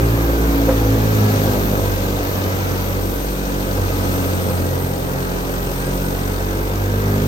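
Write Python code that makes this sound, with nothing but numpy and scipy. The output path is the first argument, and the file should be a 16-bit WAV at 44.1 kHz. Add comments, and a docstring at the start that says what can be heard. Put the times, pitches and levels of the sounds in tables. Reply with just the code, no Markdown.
"""The drum of a belt-driven wheat thresher throbs, heard from beside its feed chute in an open field. Its speed
follows a set curve, sagging under the sheaves; the belt slips with their load, so the tones of engine and drum
beat together. Shaped noise makes air boom in the sheet-steel housing, straw rustle, chaff hiss and the blower
rush; decaying modes ring the casing under wads and stalk ends; gears whine, brief rubs squeal and a high engine
line flares as wavering sines. All is spread in stereo, and the top is cut steeply."""
import sys
import numpy as np
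from scipy import signal
from scipy.fft import rfft, irfft, next_fast_len
from scipy.io import wavfile

SR = 44100
rng = np.random.default_rng(int(sys.argv[2]) if len(sys.argv) > 2 else 0)


def unload_wav(signal):
    """Save mono or channel-first audio to the path in sys.argv[1] as 16-bit WAV at rate SR, clipped to [-1, 1]."""
    wavfile.write(
        sys.argv[1],
        SR,
        np.round(np.clip(np.atleast_2d(signal).T, -1, 1) * 32767).astype(np.int16),
    )


N = 320607
TIME = np.arange(N) / SR
PADDED = next_fast_len(N)
FREQS = np.fft.rfftfreq(PADDED, 1 / SR)
LEFT_RIGHT = np.array([[.5], [-.5]])  # splits a difference evenly between left and right

TONE_DB_PER_OCTAVE = 25.5  # growth of the shaft tones with speed


def drone(drum, engine, load, octaves, pan_db=-0.5):
    """All tones of engine and drum grow with speed; the throb is a suction at the feed chute."""
    tones = lumps(engine) - throb(drum, engine) - hum(drum, engine, load)
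    return tones * undb(TONE_DB_PER_OCTAVE * octaves) * pan(pan_db)


# the twice-a-turn drone, which surges and ducks: (t/s, level/dB at cruising speed)
OCTAVE_LEVEL = [(.12, -25.5), (.35, -37), (.55, -36), (.8, -24.5), (1.4, -19.5), (1.68, -30), (1.85, -22),
                (2.2, -27), (2.5, -21), (3.1, -24.5), (3.27, -40), (3.52, -37), (3.8, -20.5), (4.22, -24),
                (4.6, -18), (5.47, -35), (5.95, -34), (6.3, -26.5), (6.6, -28), (6.85, -22)]


def throb(drum, engine, throb_db=-28.5, drum_share=0.67):
    """Engine and drum surge once a turn, in and out of step; the beater rows drone an octave above."""
    once = np.exp(1j * engine) + drum_share * np.exp(1j * drum)
    surge_db, = curves(OCTAVE_LEVEL)
    octave = tone(np.exp(2j * drum), order=2, db=surge_db)
    return tone(once, order=1, db=throb_db) + octave


# resonances of the housing that the hum glides through: (f/Hz, level/dB at cruising speed, before the drive)
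HOUSING = [(134, -27), (143, -36), (152, -31), (168, -31.5), (183, -28.5), (195, -36), (210, -25.5),
           (226, -45), (255, -33), (278, -29), (312, -42.5), (335, -33), (360, -35), (378, -40.5),
           (402, -34), (437, -34.5), (458, -40), (475, -42.5), (492, -35), (515, -58), (570, -50)]
# how hard the beaters drive shaft orders 3 to 10:
# (level/dB, extra level/dB per unit of load above the average, drift in dB/s about mid-scene)
ORDER_DRIVE = [(-1, 0, 0.66), (0, 2.5, 0.46), (1, 0.5, 0.1), (-1, 3, 0.24), (-2.5, -1, -0.24),
               (1, 1.5, 0.05), (-2.5, 1.5, 1.2), (1.5, 6.5, -0.06)]


def hum(drum, engine, load, wander_db=1.42, other_share=0.86, phase_spread=1.76):
    """Shaft orders 3 to 10 sharpen the throb into a pulse and swell as they cross housing resonances."""
    hz, db = np.transpose(HOUSING)
    out = 0
    for order, (order_db, load_db, drift_db) in enumerate(ORDER_DRIVE, 3):
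        # the third is mainly the engine's, the rest mainly the drum's; the other shaft beats against it
        main, other = (engine, drum) if order == 3 else (drum, engine)
        order_hz = order * np.gradient(main) * SR / (2 * np.pi)
        response_db = np.interp(order_hz, hz, db)
        drive_db = order_db + load_db * (load - load.mean()) + drift_db * (TIME - TIME.mean())
        pair = np.exp(1j * order * main) + other_share / order * np.exp(1j * order * other)
        wave = pair * np.exp(1j * phase_spread * rng.uniform(-1.05, 1))
        out = out + tone(wave, order, drive_db + response_db + wander_db * walk(5.9))
    return out


CYLINDERS = 3  # one engine cycle lasts this many turns
# lines of the unequal cylinders between the shaft orders: (multiple of the cycle, level/dB before lump_db)
LUMPS = [(4, -40), (5, -42), (7, -44), (8, -41), (11, -43), (13, -46), (17, -46)]


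def lumps(engine, lump_db=-10.5):
    """The cylinders fire unequally and no two cycles are alike, thickening the throb into a rumble."""
    cycle = engine / CYLINDERS
    out = 0
    for k, db in LUMPS:
        wave = np.exp(1j * (k * cycle + .7 * walk(3)))
        out = out + tone(wave, k / CYLINDERS, db + lump_db)
    return out


def tone(wave, order, db, waver_db=1.07, jitter=0.0023, side_lag=0.064, side_sway=0.11):
    """One slightly unsteady shaft order; higher orders differ more between left and right."""
    lag = LEFT_RIGHT * order * (side_lag + side_sway * walk(0.81))  # rad
    phase = lag + jitter * order * walk(1.2)
    return np.sqrt(2) * undb(db + waver_db * walk(8.9)) * np.real(wave * np.exp(1j * phase))


# the engine gains on the drum at this rate under a load of size 1, and begins behind it
SLIP_TURNS_PER_S, START_LEAD_TURNS = .6, -.26


def slipping(drum, load):
    """The belt slips under load, so the engine's angle creeps ahead of the drum's."""
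    return drum + 2 * np.pi * (START_LEAD_TURNS + SLIP_TURNS_PER_S * np.cumsum(load) / SR)


DRAW_IN_S, CLEAR_S = .82, .43  # a sheaf is drawn in gradually and clears faster
# sheaves dragged into the drum: (t/s of the heaviest load, size)
SHEAVES = [(.73, .71), (1.54, 1.0), (1.81, .72), (2.78, .84), (4.42, 1.24), (6.04, .5), (7.75, .75)]


def feed():
    """The load on the drum: each sheaf builds up as it is drawn in, then clears."""
    load = 0
    for s, size in SHEAVES:
        after = TIME - s
        load = load + size * np.exp(-np.where(after < 0, (after / DRAW_IN_S) ** 2, after / CLEAR_S))
    return load


def effort(load, octaves, load_db, speed_db, wander_db):
    """How many dB a noise gains with load and with each octave of speed; it wanders a little."""
    return load_db * load + speed_db * octaves + wander_db * walk(1.0)


def beaters(angle, once, twice):
    """The rotor's throb: one surge a turn from imbalance, two from the opposed beater rows."""
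    return 1 + once * np.cos(angle) + twice * np.cos(2 * angle)


# churned air in the housing: (f/Hz, relative level/dB per Hz)
ROAR = [(18, -30), (36, -23), (65, -6), (130, -4.5), (220, -7.5), (290, -5.5), (400, -9), (515, -4),
        (600, -9.5), (800, -14), (1100, -23), (1600, -59)]


def roar(angle, db, roar_db=-27.5, flutter_db=0.63):
    """Air churned by the beaters booms in the housing, puffing with the rotor."""
    puffs = beaters(angle, once=0.14, twice=0.24)
    air = rng.standard_normal((2, N)) * puffs * undb(flutter_db * walk(58))
    return colour(air, ROAR) * undb(db + roar_db)


PULLEY_RATIO, PULLEY_SHARE = .25, .06  # a slow pulley, geared down from the drum, rocks the feed
# how deeply the rustle pulses with each turn: (t/s, share)
PULSING = [(0, .08), (1.2, .08), (2, .15), (3.6, .15), (4.2, .09), (4.8, .2), (6, .26), (7.27, .23)]
# stalks rubbing and breaking: (f/Hz, relative level/dB per Hz)
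RUSTLE = [(1400, -50), (2400, -18.5), (3000, -21), (3700, -22), (5000, -26), (5350, -26.5), (5800, -24),
          (6900, -25.5), (7650, -30.5), (9400, -28), (11000, -63), (15000, -50)]


def straw(angle, db, straw_db=-34.5):
    """Stalks rustle through the throat in tufts, most as a beater passes; the pulley rocks the flow."""
    rubbing = stalks(snaps_per_s=1200, snap_db=-10.5)
    tufts = patchy(rubbing, 1870, 8900, depth_db=1.0, rate=27.0, count=20)
    depth, = curves(PULSING)
    pulley = 1 + PULLEY_SHARE * np.cos(PULLEY_RATIO * angle)
    surge = beaters(angle, once=depth, twice=0.35 * depth) * pulley
    return colour(tufts * surge, RUSTLE) * undb(db + straw_db)


def stalks(snaps_per_s, snap_db):
    """Steady rubbing with a crowd of tiny snaps of uneven size."""
    snapping = rng.random(N) < snaps_per_s / SR
    snaps = unit(rng.standard_normal((2, N)) * snapping)
    return rng.standard_normal((2, N)) + undb(snap_db) * snaps


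# wads of straw hit the casing: (t/s, level/dB before thump_db, pitch as a ratio to the casing's modes)
THUMPS = [(0.283, -18, 1.01), (0.679, -4.5, 1.0), (0.708, -15, 1.01), (0.724, -14, 1.0), (1.468, -14, .98),
          (1.78, -16, .96), (3.765, -19, .99), (4.25, -20, 1.02), (4.492, -15.5, .98)]
# what the casing rings with, here and under the patter:
# (f/Hz, t60/s, relative level/dB under a soft wad, relative level/dB under hard stalk ends)
CASING = [(522, .07, 0, 0), (665, .1, -19, -3.5), (828, .1, -19, -5.5), (965, .12, -24, -6),
          (1275, .08, -26, -5), (1590, .07, -30, -7)]


def thumps(push_s=0.016, thump_db=-2.5, crush_db=-20.5, pan_db=-1.5):
    """Each wad presses on the steel briefly and leaves it ringing; where it lands sets the pitch."""
    out, t = np.zeros(N + SR), TIME[:SR // 3]
    soft = signal.butter(2, [400, 1400], "bandpass", fs=SR, output="sos")
    press, after = np.minimum(t / push_s, 1), np.maximum(t - push_s, 0)
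    for s, db, pitch in THUMPS:
        ring = 0
        for hz, t60, wad_db, _ in CASING:
            ring = ring + undb(wad_db - 60 * after / t60) * np.sin(2 * np.pi * pitch * hz * t)
        crush = unit(signal.sosfilt(soft, rng.standard_normal(len(t)))) * np.exp(-after / push_s)
        start = int(s * SR)
        out[start:start + len(t)] += undb(db + thump_db) * press * (ring + undb(crush_db) * crush)
    return out[:N] * pan(pan_db)


def patter(angle, db, patter_db=-38.0, taps_per_s=200, scatter_db=3.5, tick_db=-6.5):
    """Stalk ends flung at the casing as beaters pass; each ticks and rings the panels differently."""
    t = TIME[:SR // 6]
    struck = rng.random(N) < taps_per_s / SR * beaters(angle, once=.3, twice=.3)
    taps = struck * undb(scatter_db * np.minimum(rng.exponential(size=N), 2.5))
    ring = 0
    for hz, t60, _, stalk_db in CASING:
        mode = undb(stalk_db - 60 * t / t60) * np.sin(2 * np.pi * hz * t)
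        blows = taps * rng.standard_normal((2, N))
        ring = ring + signal.fftconvolve(blows, mode[None], axes=1)[:, :N]
    panels = colour(ring, [(300, 0), (2500, 0)])
    ticks = colour(taps * rng.standard_normal((2, N)), RUSH)
    return (panels + undb(tick_db) * ticks) * undb(db + patter_db)


# chaff skating over sheet steel: (f/Hz, relative level/dB per Hz)
SIZZLE = [(7000, -15), (7850, 1), (8100, 6), (8240, 15), (8420, 7), (8650, 11.5), (8900, 1), (9500, 9),
          (10000, -6), (11000, -37), (12000, -19)]
# the finest chaff and dust: (f/Hz, relative level/dB per Hz)
SPRAY = [(9000, -164), (11000, 6.5), (12300, 7.5), (14000, 6.5), (15500, 3), (17000, -14)]


def chaff(angle, on_steel_db, in_air_db, sizzle_db=-44.5, spray_db=-36.5, flutter_db=0.8):
    """Chopped chaff sizzles over the steel and sprays out as a fine hiss."""
    sizzle = colour(stalks(snaps_per_s=1700, snap_db=-3.0), SIZZLE) * undb(2 * flutter_db * walk(62))
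    spray = colour(stalks(snaps_per_s=2700, snap_db=-15.0), SPRAY) * undb(flutter_db * walk(20))
    both = sizzle * undb(on_steel_db + sizzle_db) + spray * undb(in_air_db + spray_db)
    return both * beaters(angle, once=0.015, twice=0.09)


MESH_PER_TURN = 10.52  # gear mesh cycles per engine turn
# harmonics of the gear mesh: (multiple, level/dB at the start, level/dB at the end)
GEARS = [(2, -41, -50), (3, -48.5, -44.5), (4, -50, -51)]
# the third harmonic of the gears sings out: (middle t/s, length/s, extra level/dB)
GEAR_FLARES = [(1.25, 0.4, 10), (2.0, 0.32, 10), (2.5, .2, 1), (4.42, .25, 1), (6.086, .16, 9),
               (6.4, .25, 5)]


def whine(engine):
    """The gears whine faintly with the engine's speed, wavering and now and then singing out."""
    flare_db = sum(db * bump(s, length) for s, length, db in GEAR_FLARES)
    out = 0
    for k, start_db, end_db in GEARS:
        phase = k * (MESH_PER_TURN * engine + .3 * walk(12))
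        db = np.linspace(start_db, end_db, N) + 2.5 * walk(7) + (k == 3) * flare_db
        out = out + undb(db) * np.array([np.cos(phase), np.cos(phase + 1.93)])
    return out


# brief rubbing squeals, the last a short flare of a high engine line near 1.6 kHz: # (middle t/s, length/s,
# f/Hz at the middle, level/dB before squeal_db)
SQUEALS = [(0.827, 0.069, 830, -32.5), (.91, 0.088, 3030, -50), (1.264, 0.099, 808, -33),
           (1.523, 0.093, 793, -32), (3.42, 0.235, 2490, -49), (5.868, 0.14, 1600, -40)]


def squeals(squeal_db=3.0, slip=0.97, arch=0.015):
    """Something rubs and sings for a moment, or a high engine line flares briefly; its unsteady pitch rises and
    falls with the swell."""
    out = 0
    for s, length, hz, db in SQUEALS:
        swell = bump(s, length)
        pitch_hz = hz * (1 - arch * (1 - swell))
        phase = 2 * np.pi * np.cumsum(pitch_hz) / SR + slip * walk(22)
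        out = out + undb(db + squeal_db) * swell * np.array([np.cos(phase), np.cos(phase + 1.35)])
    return out


# air rushing through blower and sieves, also the colour of the patter's ticks:
# (f/Hz, relative level/dB per Hz)
RUSH = [(450, -7), (700, -1), (850, -1), (1080, -1.5), (1280, 0.5), (1400, -1), (1580, -1), (1800, -5.5),
        (2150, -6.5), (2800, -17.5), (4000, -75)]


def blower(angle, db, rush_db=-31.0):
    """The draught rushes through the sieves; narrow resonances flare up and die away in it."""
    gusts = patchy(rng.standard_normal((2, N)), 600, 2600, depth_db=2.1, rate=5., count=30)
    return colour(gusts * beaters(angle, once=0.026, twice=0.028), RUSH) * undb(db + rush_db)


def undb(db):
    """Decibels to gain."""
    return 10 ** (np.asarray(db) / 20)


def unit(x):
    """Scaled to rms 1."""
    return x / np.sqrt(np.mean(x ** 2))


def pan(db):
    """Left and right gains for a level difference."""
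    return undb(LEFT_RIGHT * db)


def curves(table):
    """The columns of a timed table, one value per sample."""
    s, *columns = np.transpose(table)
    return [np.interp(TIME, s, c) for c in columns]


def swing(table):
    """The level columns of a timed table, in dB about their own means."""
    return [c - c.mean() for c in curves(table)]


def bump(s, length):
    """A smooth swell to 1 at time s, down to 1/e at the ends of its length."""
    return np.exp(-(2 * (TIME - s) / length) ** 2)


def walk(rate, size=2048):
    """Slow chance with spread 1, holding nothing much faster than rate per s."""
    hz = np.fft.rfftfreq(size, N / SR / size)
    slow = unit(irfft(rfft(rng.standard_normal(size)) * np.exp(-(hz / rate) ** 2)))
    return np.interp(TIME, np.linspace(0, N / SR, size), slow)


def patchy(x, low_hz, high_hz, depth_db, rate, count):
    """Neighbouring bands swell and fade apart, so the colour keeps changing."""
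    place = np.interp(np.log(FREQS + 1), np.log([low_hz, high_hz]), [0, count - 1])
    spectrum = rfft(x, PADDED)
    out = 0
    for k in range(count):
        overlap = np.maximum(1 - np.abs(place - k), 0)
        band = irfft(spectrum * overlap, PADDED)[:, :N]
        out = out + band * undb(depth_db * walk(rate))
    return out


# stereo width by frequency:
# (f/Hz, left-right likeness 0..1, lead of left over right/rad, left minus right level/dB)
STEREO = [(60, .9, 0, -.5), (290, .76, 0, -1.3), (520, .68, .4, -1), (640, .15, 1.1, -.5),
          (850, .42, 1.6, .8), (1100, .34, 2.9, -.6), (1500, .72, 3.7, -1), (2000, .66, 3.5, -.8),
          (2900, .38, 2.7, 4.5), (3700, .33, 4.4, 8), (5000, .16, 6.9, 12), (5900, .1, 5.6, 11.4),
          (6900, .2, 7.3, 7.5), (8250, .42, 5.2, 5.3), (9400, .05, 4.5, 1), (10000, .95, 3.14, 0),
          (11000, .97, 3.14, 0), (11600, .7, 2, 0), (11900, .99, 0, 0)]


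def colour(pair, spectrum):
    """Two unrelated signals take on this spectrum, spread left to right by the stereo table."""
    log_hz = np.log(FREQS + 1)
    hz, db = np.transpose(spectrum)
    gain = undb(np.interp(log_hz, np.log(hz), db, left=-120, right=-120))
    hz, *columns = np.transpose(STEREO)
    likeness, lead, balance_db = (np.interp(log_hz, np.log(hz), c) for c in columns)
    # the shared part and the opposed part set how alike left and right are
    mid, side = rfft(pair, PADDED) * np.sqrt([1 + likeness, 1 - likeness])
    spread = pan(balance_db) * np.exp(1j * LEFT_RIGHT * lead)
    return unit(irfft(np.array([mid + side, mid - side]) * gain * spread, PADDED)[:, :N])


CRUISE_TURNS_PER_S = 48
# the drive sags under the sheaves, then picks up: (t/s, shaft turns per s)
SPEED = [(0, 57), (.5, 56.3), (.75, 55.3), (1.1, 53.5), (1.4, 51.3), (1.8, 49), (2.3, 47.7), (2.7, 47),
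         (3.2, 47.3), (3.6, 47), (3.95, 47.3), (4.3, 45.7), (4.5, 44.9), (4.9, 44.4), (5.25, 44.7),
         (5.65, 45.4), (6.25, 46.9), (6.75, 48.8), (7.27, 51)]
# the next three tables are used only as swings about their own means
# rushing air: (t/s, level/dB)
DRAUGHT = [(0.0, -22), (0.55, -22.5), (0.75, -23.5), (1.0, -23.0), (1.25, -21.5), (1.5, -22.5),
           (1.85, -24.5), (2.25, -24.4), (2.7, -23), (3.05, -26.5), (4.35, -24.5), (4.9, -27.5),
           (5.2, -25.5), (5.85, -25.5), (6.05, -26), (7.25, -24)]
# rustling straw: (t/s, level/dB)
STRAW_LEVEL = [(0.0, -27.5), (0.45, -27), (0.75, -25.5), (0.95, -26), (1.4, -23.5), (1.65, -26),
               (2.8, -26.5), (3.0, -28.5), (3.8, -27.5), (4.1, -25.5), (4.9, -29.5), (5.75, -28),
               (6.95, -29.5), (7.25, -27.5)]
# treble of the chaff: (t/s, sizzle level/dB near 8 kHz, spray level/dB above 11 kHz)
TREBLE = [(0.0, -37, -30.4), (1.05, -38.5, -29.5), (1.45, -35.3, -28), (2.0, -36.5, -30.5),
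          (2.45, -38, -30.5), (2.9, -38.3, -31.1), (3.1, -34, -30.0), (3.4, -36, -33), (4.2, -32.5, -30.2),
          (4.4, -31, -30.8), (4.65, -34, -32.4), (5.3, -36.5, -33.5), (5.65, -35.5, -32.1),
          (5.85, -32, -32.4), (6.05, -34, -32.1), (6.35, -34.5, -33.5), (6.8, -39.4, -33.8),
          (7.25, -36, -32.6)]


def scene():
    """Shaft speed and load drive the tones and the roar; the flow of air and crop swells and ebbs."""
    speed, = curves(SPEED)
    angle = 2 * np.pi * np.cumsum(speed) / SR
    load, octaves = feed(), np.log2(speed / CRUISE_TURNS_PER_S)
    engine = slipping(angle, load)
    boom_db = effort(load, octaves, load_db=3.0, speed_db=3.0, wander_db=0.45)
    rush_db, = swing(DRAUGHT)
    rustle_db, = swing(STRAW_LEVEL)
    sizzle_db, spray_db = swing(TREBLE)
    machine = drone(angle, engine, load, octaves) + whine(engine) + squeals()
    air = roar(angle, boom_db) + blower(angle, rush_db)
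    crop = straw(angle, rustle_db) + chaff(angle, sizzle_db, spray_db)
    blows = patter(angle, boom_db) + thumps()
    return machine + air + crop + blows


TOP_HZ = 15900


def record(dry):
    """The recorder cuts the top steeply."""
    return signal.sosfilt(signal.ellip(12, .1, 80, TOP_HZ, fs=SR, output="sos"), dry)


dry = scene()
out = record(dry)
unload_wav(out)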